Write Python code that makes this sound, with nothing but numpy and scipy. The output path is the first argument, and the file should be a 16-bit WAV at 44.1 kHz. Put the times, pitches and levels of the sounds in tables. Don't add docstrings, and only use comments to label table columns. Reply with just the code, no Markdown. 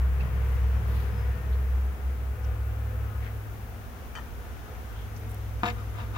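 import sys
import numpy as np
from scipy import signal
from scipy.fft import rfft, irfft
from scipy.io import wavfile

SR = 44100
rng = np.random.default_rng(int(sys.argv[2]) if len(sys.argv) > 2 else 0)


def wav_record(signal):
    frames = np.transpose(np.atleast_2d(signal))
    bounded = np.clip(frames, -1, 1)
    quanta = np.round(bounded * 32767).astype(np.int16)
    wavfile.write(sys.argv[1], SR, quanta)


N = 272097
TIME = np.arange(N) / SR
HZ = np.maximum(np.arange(N // 2 + 1) * SR / N, 1)


def from_db(db):
    return 10 ** (np.asarray(db) / 20)


def rms_one(x):
    return x / np.sqrt(np.mean(x ** 2) + 1e-20)


def in_time(rows):
    s, *columns = np.transpose(rows)
    return [np.interp(TIME, s, column) for column in columns]


def on_log_axis(points, at):
    where, value = np.transpose(points)
    return np.interp(np.log(at), np.log(where), value)


def pan(db):
    return from_db(np.array([[.5], [-.5]]) * db)


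def drift(rate):
    knots = rng.standard_normal(N // 8)
    return np.interp(TIME * rate + 1, np.arange(len(knots)), knots) / np.sqrt(2 / 3)


def swell(s, rise, decay):
    exponent = np.where(TIME < s, ((TIME - s) / rise) ** 2, (TIME - s) / decay)
    return np.exp(-np.minimum(exponent, 50))


def bell(s, length):
    return np.exp(-np.minimum((2 * (TIME - s) / length) ** 2, 50))


def hold_then_fade(hold_s, fade_s):
    return np.exp(-np.maximum(TIME - hold_s, 0) / fade_s)


def tone(hz):
    return np.sqrt(2) * np.sin(2 * np.pi * (np.cumsum(hz) / SR + rng.random()))


def soften(x, cut_hz):
    return signal.sosfilt(signal.butter(1, min(cut_hz, SR / 2.2), fs=SR, output="sos"), x + 1e-18)


def resonate(x, hz, width_hz):
    r = np.exp(-np.pi * width_hz / SR)
    feed = np.array([1, 0, -1]) * (1 - r * r) / 2
    back = [1, -2 * r * np.cos(2 * np.pi * hz / SR), r * r]
    return signal.lfilter(feed, back, x + 1e-18)


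def delayed(x, seconds):
    return np.interp(TIME - seconds, TIME, x)


# (frequency [Hz], left-right correlation [1])
EAR_LIKENESS = [(25, 0.81), (60, 0.17), (130, 0.7), (290, 0.71), (640, 0.55), (1410, 0), (3100, 0.16),
                (6800, 0), (15000, 0.012)]


def stereo_noise(colour, lean_db=0):
    mid, side = rfft(rng.standard_normal((2, N)))
    alike = np.clip(on_log_axis(EAR_LIKENESS, HZ), -1, 1)
    both = np.sqrt(1 + alike) * mid + np.sqrt(1 - alike) * side * [[1], [-1]]
    return rms_one(irfft(both * from_db(on_log_axis(colour, HZ)) * pan(lean_db), N))


# (time [s], pitch [Hz])
MOTOR_SPEED = [(0, 64.8), (2.7, 64.93), (3.6, 63.9), (6.17, 61.96)]
# (time [s], level [dB])
MOTOR_LEVEL = [(0, -22.5), (.65, -24), (1.7, -26.5), (3.25, -35), (3.5, -43), (4.35, -47), (5.2, -41.5),
               (5.8, -37), (6.17, -38)]
# (time [s], depth [dB], length [s])
MOTOR_DIPS = [(0.254, 6, 0.21), (0.836, 6, 0.093), (1.127, 5, 0.21), (1.409, 12, 0.093), (1.978, 9, 0.074),
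              (2.378, 8, 0.039)]
THROB_PER_S, THROB_CREST_S, THROB_DEPTH = 2.1, 0.027, 0.022


def deep_motor(hz, waver_db=1.27):
    level_db = in_time(MOTOR_LEVEL)[0]
    throb = 1 + THROB_DEPTH * np.cos(2 * np.pi * THROB_PER_S * (TIME - THROB_CREST_S))
    dip_db = sum(db * bell(s, length) for s, db, length in MOTOR_DIPS)
    return from_db(level_db - dip_db + waver_db * drift(26.33)) * throb * tone(hz)


# (time [s], position [half wavelengths])
MIC_PATH = [(0, 0.076), (.9, 0.45), (1.45, 0.8), (2.05, 1), (2.8, 1.46), (3.45, 1.82), (4.1, 1.99),
            (4.75, 1.98), (5.3, 2.29)]
DRONE_DB, DRONE_LEAK = -35, 0.044
DRONE_HZ = 103.7


def standing_drone(wander_hz=0.26):
    standing = np.hypot(np.sin(np.pi * in_time(MIC_PATH)[0]), DRONE_LEAK)
    return from_db(DRONE_DB) * standing * tone(DRONE_HZ + wander_hz * drift(4.48))


# (frequency [Hz], relative density [dB per Hz])
EXHAUST_COLOUR = [(10, -34), (25, -15), (45, -4), (65, -6), (90, -3), (125, -1.5), (150, -8.5), (190, -6.5),
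                  (230, -24), (300, -86), (600, -64)]
EXHAUST_DB, EXHAUST_HOLD_S, EXHAUST_FADE_S, EXHAUST_REST_DB = -37.5, 0.85, 0.71, -60.5


def exhaust(hz, octave_db=-8.0):
    fading = from_db(EXHAUST_DB) * hold_then_fade(EXHAUST_HOLD_S, EXHAUST_FADE_S)
    load = from_db(EXHAUST_REST_DB) + fading
    return load * (stereo_noise(EXHAUST_COLOUR) + from_db(octave_db) * tone(2 * hz))


PASSING_S, PASSING_RISE_S, PASSING_DECAY_S, PASSING_DB, PASSING_HZ = 3.26, 1, 0.13, -37.5, 70.2


def passing_hum():
    envelope = swell(PASSING_S, PASSING_RISE_S, PASSING_DECAY_S)
    return from_db(PASSING_DB) * envelope * tone(np.full(N, PASSING_HZ))


# (mean pitch [Hz], mean level [dB])
HUMS = [(55.6, -47.5), (74.7, -56), (83.0, -51.5), (138.0, -61), (236, -61.5)]


def steady_hums(wander_hz=0.26, waver_db=0.5):
    return sum(from_db(db + waver_db * drift(2.6)) * tone(hz + wander_hz * drift(3.7))
               for hz, db in HUMS)


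def motors():
    hz = in_time(MOTOR_SPEED)[0]
    hums = deep_motor(hz) + standing_drone() + passing_hum() + steady_hums()
    return (hums + exhaust(hz)) * pan(0.48)


# (time [s], level [dB], overtone gain against the fundamental [dB])
SWARM = [(0, -51, 12), (.7, -50.5, 11.5), (1.3, -54, 18), (2.0, -54, 12.5), (3.0, -47.5, 6),
         (3.9, -44.5, -6.5), (4.5, -52, 8), (5.3, -46, -1.5), (6.17, -52, 10.5)]
# (multiple [1], strength [dB])
WING_HARMONICS = [(1, -3.5), (2, 0.5), (3, -8), (4, -14.5), (5, -10.5), (6, -11), (8, -12), (12, -18.5),
                  (18, -38)]
WINGBEAT_HZ = 230.6


def bees(count=16, size=1024, spread=.125, wander=.024, jitter=0.00601,
         nearness_db=4.0, scatter_db=2.0, overtone_pan_db=8.0):
    multiples = np.arange(1, WING_HARMONICS[-1][0] + 1)
    cycle = np.arange(size) / size
    strengths = from_db(on_log_axis(WING_HARMONICS, multiples))
    level_db, bright_db = in_time(SWARM)
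    hum, rasp = np.zeros((2, N)), np.zeros((2, N))
    for offset in np.linspace(-1, 1, count):
        start = rng.random((len(multiples), 1))
        partials = strengths[:, None] * np.sin(2 * np.pi * (np.outer(multiples, cycle) + start))
        hz = WINGBEAT_HZ * (1 + spread * offset + wander * drift(5) + jitter * drift(60))
        beats = np.cumsum(hz) / SR
        lag = rng.uniform(-0.00039, 0.00023) * WINGBEAT_HZ
        phase = (np.stack([beats, beats + lag]) % 1 * size).astype(int) % size
        gain = from_db(nearness_db * drift(4)) * pan(scatter_db * rng.standard_normal())
        hum += gain * partials[0][phase]
        high = partials[2:].sum(axis=0)[phase] * pan(overtone_pan_db)
        rasp += gain * (partials[1][phase] + high)
    return from_db(level_db) * rms_one(hum + from_db(bright_db) * rasp) * pan(1.0)


# (frequency [Hz], relative density [dB per Hz])
WASH_COLOUR = [(150, -3), (280, 1.5), (380, 2), (600, -1), (720, 1), (1000, -3.5), (1400, -2), (2000, -9.5),
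               (2800, -13.5), (4000, -26.5), (6000, -27), (9000, -33)]
EARLY_COLOUR = [(150, -11), (300, -4), (420, 6), (650, -1.5), (1000, 3.5), (1500, 0), (2000, -2.5),
                (2800, -10.5), (4000, -19.5), (9000, -31)]
# (frequency [Hz], left minus right [dB])
WASH_LEAN = [(300, 1.5), (700, 2), (1300, 5), (2300, 7.5), (4400, 0)]
WASH_DB = -48.5
EARLY_DB, EARLY_HOLD_S, EARLY_FADE_S = -47, 1, 0.94


def wash():
    lean_db = on_log_axis(WASH_LEAN, HZ)
    early_gain = from_db(EARLY_DB) * hold_then_fade(EARLY_HOLD_S, EARLY_FADE_S)
    settled = from_db(WASH_DB) * stereo_noise(WASH_COLOUR, lean_db)
    early = early_gain * stereo_noise(EARLY_COLOUR, lean_db)
    return from_db(0.5 * drift(16)) * (settled + early)


# (time [s], left gain [dB], right gain [dB])
SIZZLE_GAIN = [(0, -52, -55), (1.0, -52, -62), (1.6, -54, -54.5), (2.2, -52.5, -61), (3.2, -50, -55.5),
               (3.9, -54, -57.5), (4.5, -60, -56.5), (6.17, -73, -56)]
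# (frequency [Hz], relative density [dB per Hz])
SIZZLE_LEFT = [(8500, -33), (10000, -4), (12500, -12), (14300, 4), (15600, 2.5)]
SIZZLE_RIGHT = [(8500, -25), (10800, -3), (12300, 6), (14000, -6), (15600, 6)]


def sizzle():
    colours = from_db([on_log_axis(SIZZLE_LEFT, HZ), on_log_axis(SIZZLE_RIGHT, HZ)])
    noise = irfft(rfft(rng.standard_normal((2, N))) * colours, N)
    return from_db(in_time(SIZZLE_GAIN)) * rms_one(noise)


# (frequency [Hz], relative density [dB per Hz])
HISS_COLOUR = [(2500, 3), (3500, 5), (4500, -1.5), (6500, 2), (8100, -14), (9700, 1), (11000, -15),
               (13000, 0), (15600, 0)]
# (time [s], level [dB])
HISS_LEVEL = [(0, -62), (.6, -56.5), (2.6, -62), (4.5, -56.5), (6.17, -56.5)]


def hiss():
    return from_db(in_time(HISS_LEVEL)[0]) * stereo_noise(HISS_COLOUR)


# (frequency [Hz], relative density [dB per Hz])
RUMBLE_COLOUR = [(10, -14), (30, -20), (42, 8), (56, 10), (66, 9.5), (84, 4), (110, 2.5), (150, -11),
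                 (220, -6), (400, -35)]
RUMBLE_DB = -42


def rumble():
    return from_db(RUMBLE_DB) * stereo_noise(RUMBLE_COLOUR)


def outdoors():
    return wash() + sizzle() + hiss() + rumble()


# (time [s], level [dB], length [s], left minus right [dB])
BRUSHES = [(0.496, -59.5, 0.16, -2), (0.967, -55.5, 0.23, -9), (5.172, -53.5, 0.016, -5),
           (5.2, -61, .025, -3), (5.297, -51, 0.0072, -2), (5.31, -52.5, 0.031, -3), (5.345, -48, .004, -2),
           (5.385, -55, .005, -2), (5.67, -54, 0.074, -3), (5.943, -53, 0.0068, -3)]
BRUSH_HZ, BRUSH_WIDTH_HZ = 13300, 7000
# (time [s], level [dB], length [s], centre [Hz], width [Hz], left minus right [dB])
CHIRRS = [(0.214, -44, 0.02, 2580, 200, 0), (.212, -59, .022, 4180, 2000, -10),
          (0.98, -55, .2, 2790, 4500, -2), (1.535, -57, 0.037, 3400, 1100, -5),
          (2.447, -56, 0.018, 5570, 1100, 0), (3.26, -49.5, 0.093, 1850, 1090, 5),
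          (4.99, -58, 0.12, 3200, 800, -2), (5.167, -53, .012, 5600, 2200, 3)]


def rustles():
    grains = rng.standard_normal((2, N)) * from_db(4.5 * drift(1500))
    bright = rms_one(resonate(grains, BRUSH_HZ, BRUSH_WIDTH_HZ))
    sounds = [(s, db, length, side_db, bright) for s, db, length, side_db in BRUSHES]
    for s, db, length, hz, width, side_db in CHIRRS:
        chirr = rms_one(resonate(resonate(grains, hz, width), hz, width))
        sounds.append((s, db, length, side_db, chirr))
    return sum(from_db(db) * bell(s, length) * sound * pan(side_db)
               for s, db, length, side_db, sound in sounds)


# (time [s], level [dB], length [s], mean wing beat [Hz],
# brightest overtones [Hz], left minus right [dB])
FLYERS = [(0.447, -67.5, 0.62, 243.5, 2380, 17), (1.36, -68, 0.31, 228, 1820, 2),
          (1.787, -69, 0.3, 241, 1270, 3), (2.555, -61.5, 0.51, 244.8, 1400, 16),
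          (3.125, -58, 0.31, 212.4, 1280, 13), (3.647, -73, 0.386, 235, 1450, 15),
          (4.602, -64.5, 0.46, 245, 1400, 18), (5.248, -64.5, .3, 238, 1910, 11)]


def flyers(harmonics=16, size=1024, octaves=0.36, wander=.012, doppler=.015, body_db=-12):
    multiples, cycle = np.arange(1, harmonics + 1), np.arange(size) / size
    out = 0
    for s, db, length, beat_hz, bright_hz, side_db in FLYERS:
        cluster = np.exp(-(np.log2(multiples * beat_hz / bright_hz) / octaves) ** 2)
        strengths = cluster + from_db(body_db) * (multiples == 2)
        stroke = rms_one(strengths @ np.sin(2 * np.pi * np.outer(multiples, cycle)))
        hz = beat_hz * (1 + wander * drift(14) - doppler * np.tanh(2 * (TIME - s) / length))
        buzz = stroke[(np.cumsum(hz) / SR * size).astype(int) % size]
        out = out + from_db(db) * bell(s, length) * buzz * pan(side_db)
    return out


BIRD_S, BIRD_LENGTH_S, BIRD_HZ = 1.185, 0.19, 5085
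BIRD_DB, TRILL_PER_S, TRILL_DEPTH = -66.5, 25, .15


def bird(flutter_db=2.0):
    trill = 1 + TRILL_DEPTH * np.cos(2 * np.pi * TRILL_PER_S * (TIME - BIRD_S))
    whistle = tone(BIRD_HZ + 38 * drift(400))
    level = from_db(BIRD_DB + flutter_db * drift(57))
    return bell(BIRD_S, BIRD_LENGTH_S) * trill * level * whistle * pan(-2)


# (time [s], level [dB], length [s], pitch [Hz], glide [Hz per s],
# left minus right [dB])
WHINES = [(1.39, -56.5, .19, 1830, 279.5, 4), (1.54, -64, .025, 4170, 0, -5),
          (1.798, -68, .17, 1556, -1, 2), (2.39, -65, 0.1, 1425, -1, 6), (2.946, -52, 0.074, 504, 0, 5),
          (4.61, -72, .14, 3040, 2, 13), (4.705, -60, 0.22, 732, 0, 3), (4.72, -61, 0.24, 437, 0.5, 0),
          (4.946, -70, 0.15, 1570, 249.5, 6), (5.282, -57, 0.37, 435, 3, 4),
          (5.3, -62.5, 0.18, 735, -150, 9)]


def whines(waver_hz=7):
    out = 0
    for s, db, length, hz, glide, side_db in WHINES:
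        pitch = hz + glide * (TIME - s) + waver_hz * drift(90)
        out = out + from_db(db) * bell(s, length) * tone(pitch) * pan(side_db)
    return out


def rubbing(strokes, apart=1.0, rasp_db=2, rasp_width_hz=500):
    grit = rng.standard_normal(N) + apart * rng.standard_normal((2, N))
    grit = rms_one(grit * from_db(3 * drift(900)))
    force = 0
    for s, db, rise, decay, cut_hz, rasp_hz in strokes:
        rasping = grit + from_db(rasp_db) * resonate(grit, rasp_hz, rasp_width_hz)
        force = force + from_db(db) * swell(s, rise, decay) * rms_one(soften(rasping, cut_hz))
    return force


def ring(force, modes, pan_db):
    # (frequency [Hz], left minus right [dB])
    shade = [(300, -0.5), (1200, pan_db), (2400, 1.2 * pan_db), (5000, -2.5)]
    out = np.zeros((2, N))
    for hz, width, db in modes:
        late = int(rng.uniform(0, .00025) * SR)
        mode = resonate(force, hz, width)[:, :N - late]
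        out[:, late:] += from_db(db) * mode * pan(on_log_axis(shade, hz))
    return out


# (time [s], level [dB], rise [s], decay [s], brightness cut-off [Hz], rasp [Hz])
TAP_STROKES = [(4.1528, -30, 0.0005, 0.007, 9100, 1850), (4.169, -37, 0.0059, 0.0053, 4000, 3070),
               (4.177, -36, 0.0044, 0.005, 2000, 900), (4.185, -37.5, 0.0038, 0.021, 2200, 1290)]
# (frequency [Hz], width [Hz], gain [dB])
TAP_MODES = [(400, 300, -7), (900, 220, -2.5), (1270, 69, 0.5), (1850, 160, -0.5), (2300, 2200, -17),
             (2420, 69, -2), (3090, 50, 3), (3780, 380, -12), (4800, 110, -6), (5750, 170, -5),
             (6050, 170, -6), (6800, 200, -16), (9000, 4800, -25)]


def tap(pan_db=8.0):
    return ring(rubbing(TAP_STROKES), TAP_MODES, pan_db)


# (time [s], strength [dB], contact cut-off [Hz])
KNOCKS = [(5.6336, -8, 1250), (5.6402, -22, 1300), (5.6446, -23, 2400), (5.6572, -21.5, 1000),
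          (5.6637, -24, 4200), (5.6732, -19, 1000), (5.6795, -39, 5000), (5.688, -30, 3800)]
# (time [s], level [dB], rise [s], decay [s], brightness cut-off [Hz], rasp [Hz])
CRACK_AND_SCUFFS = [(5.635, -25.5, 0.00043, 0.0047, 1400, 1120), (5.661, -29.5, 0.0072, 0.014, 3300, 704),
                    (5.681, -37.5, 0.018, 0.013, 5500, 1740), (5.702, -37.5, 0.0088, 0.0074, 3200, 2100),
                    (5.811, -51, 0.053, 0.018, 1510, 1190), (6.015, -44.5, 0.057, 0.032, 1900, 990),
                    (6.166, -38, 0.022, 0.025, 2000, 1000)]
# (frequency [Hz], width [Hz], gain [dB])
GROUND_MODES = [(130, 34, 0.5), (220.3, 9.1, 6), (322, 41, -3), (482.7, 5.9, 1.5), (719, 26, 3),
                (897, 18, -4), (1027, 27, -1), (1234, 51, -5.5), (1400, 125, -6.5), (1600, 24, 2.5),
                (1728, 45, -2), (1960, 100, -9), (2090, 57, 2), (2390, 53, -5), (2640, 140, -4.5),
                (2790, 110, -8), (3150, 470, -10), (3560, 170, -4.5), (3860, 160, -15), (4800, 68, -11),
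                (5170, 850, -12), (6970, 250, -8)]
# (delay [s], share of the amplitude [1])
ECHOES = [(.0041, .45), (.0107, -.15)]


def feet(knock_db=31, grit_db=7, broad_db=-6.5, pan_db=6.0, left_lag_s=0.00021):
    force = from_db(grit_db) * rubbing(CRACK_AND_SCUFFS)
    for s, db, cut_hz in KNOCKS:
        click = np.zeros(N)
        click[round(s * SR)] = from_db(db + knock_db)
        force += soften(soften(click, cut_hz), cut_hz)
    broad = resonate(resonate(force, 1080, 900), 1050, 980)
    ground = ring(force, GROUND_MODES, pan_db)
    left, right = ground + from_db(broad_db) * broad * pan(pan_db)
    direct = [delayed(left, left_lag_s), right]
    return np.array([ear + sum(share * delayed(ear, s) for s, share in ECHOES) for ear in direct])


def scene():
    steady = motors() + bees() + outdoors()
    return steady + rustles() + flyers() + bird() + whines() + tap() + feet()


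CUTOFF_HZ = 15750


def record(dry):
    return signal.sosfilt(signal.ellip(12, .1, 90, CUTOFF_HZ, fs=SR, output="sos"), dry)


dry = scene()
out = record(dry)
wav_record(out)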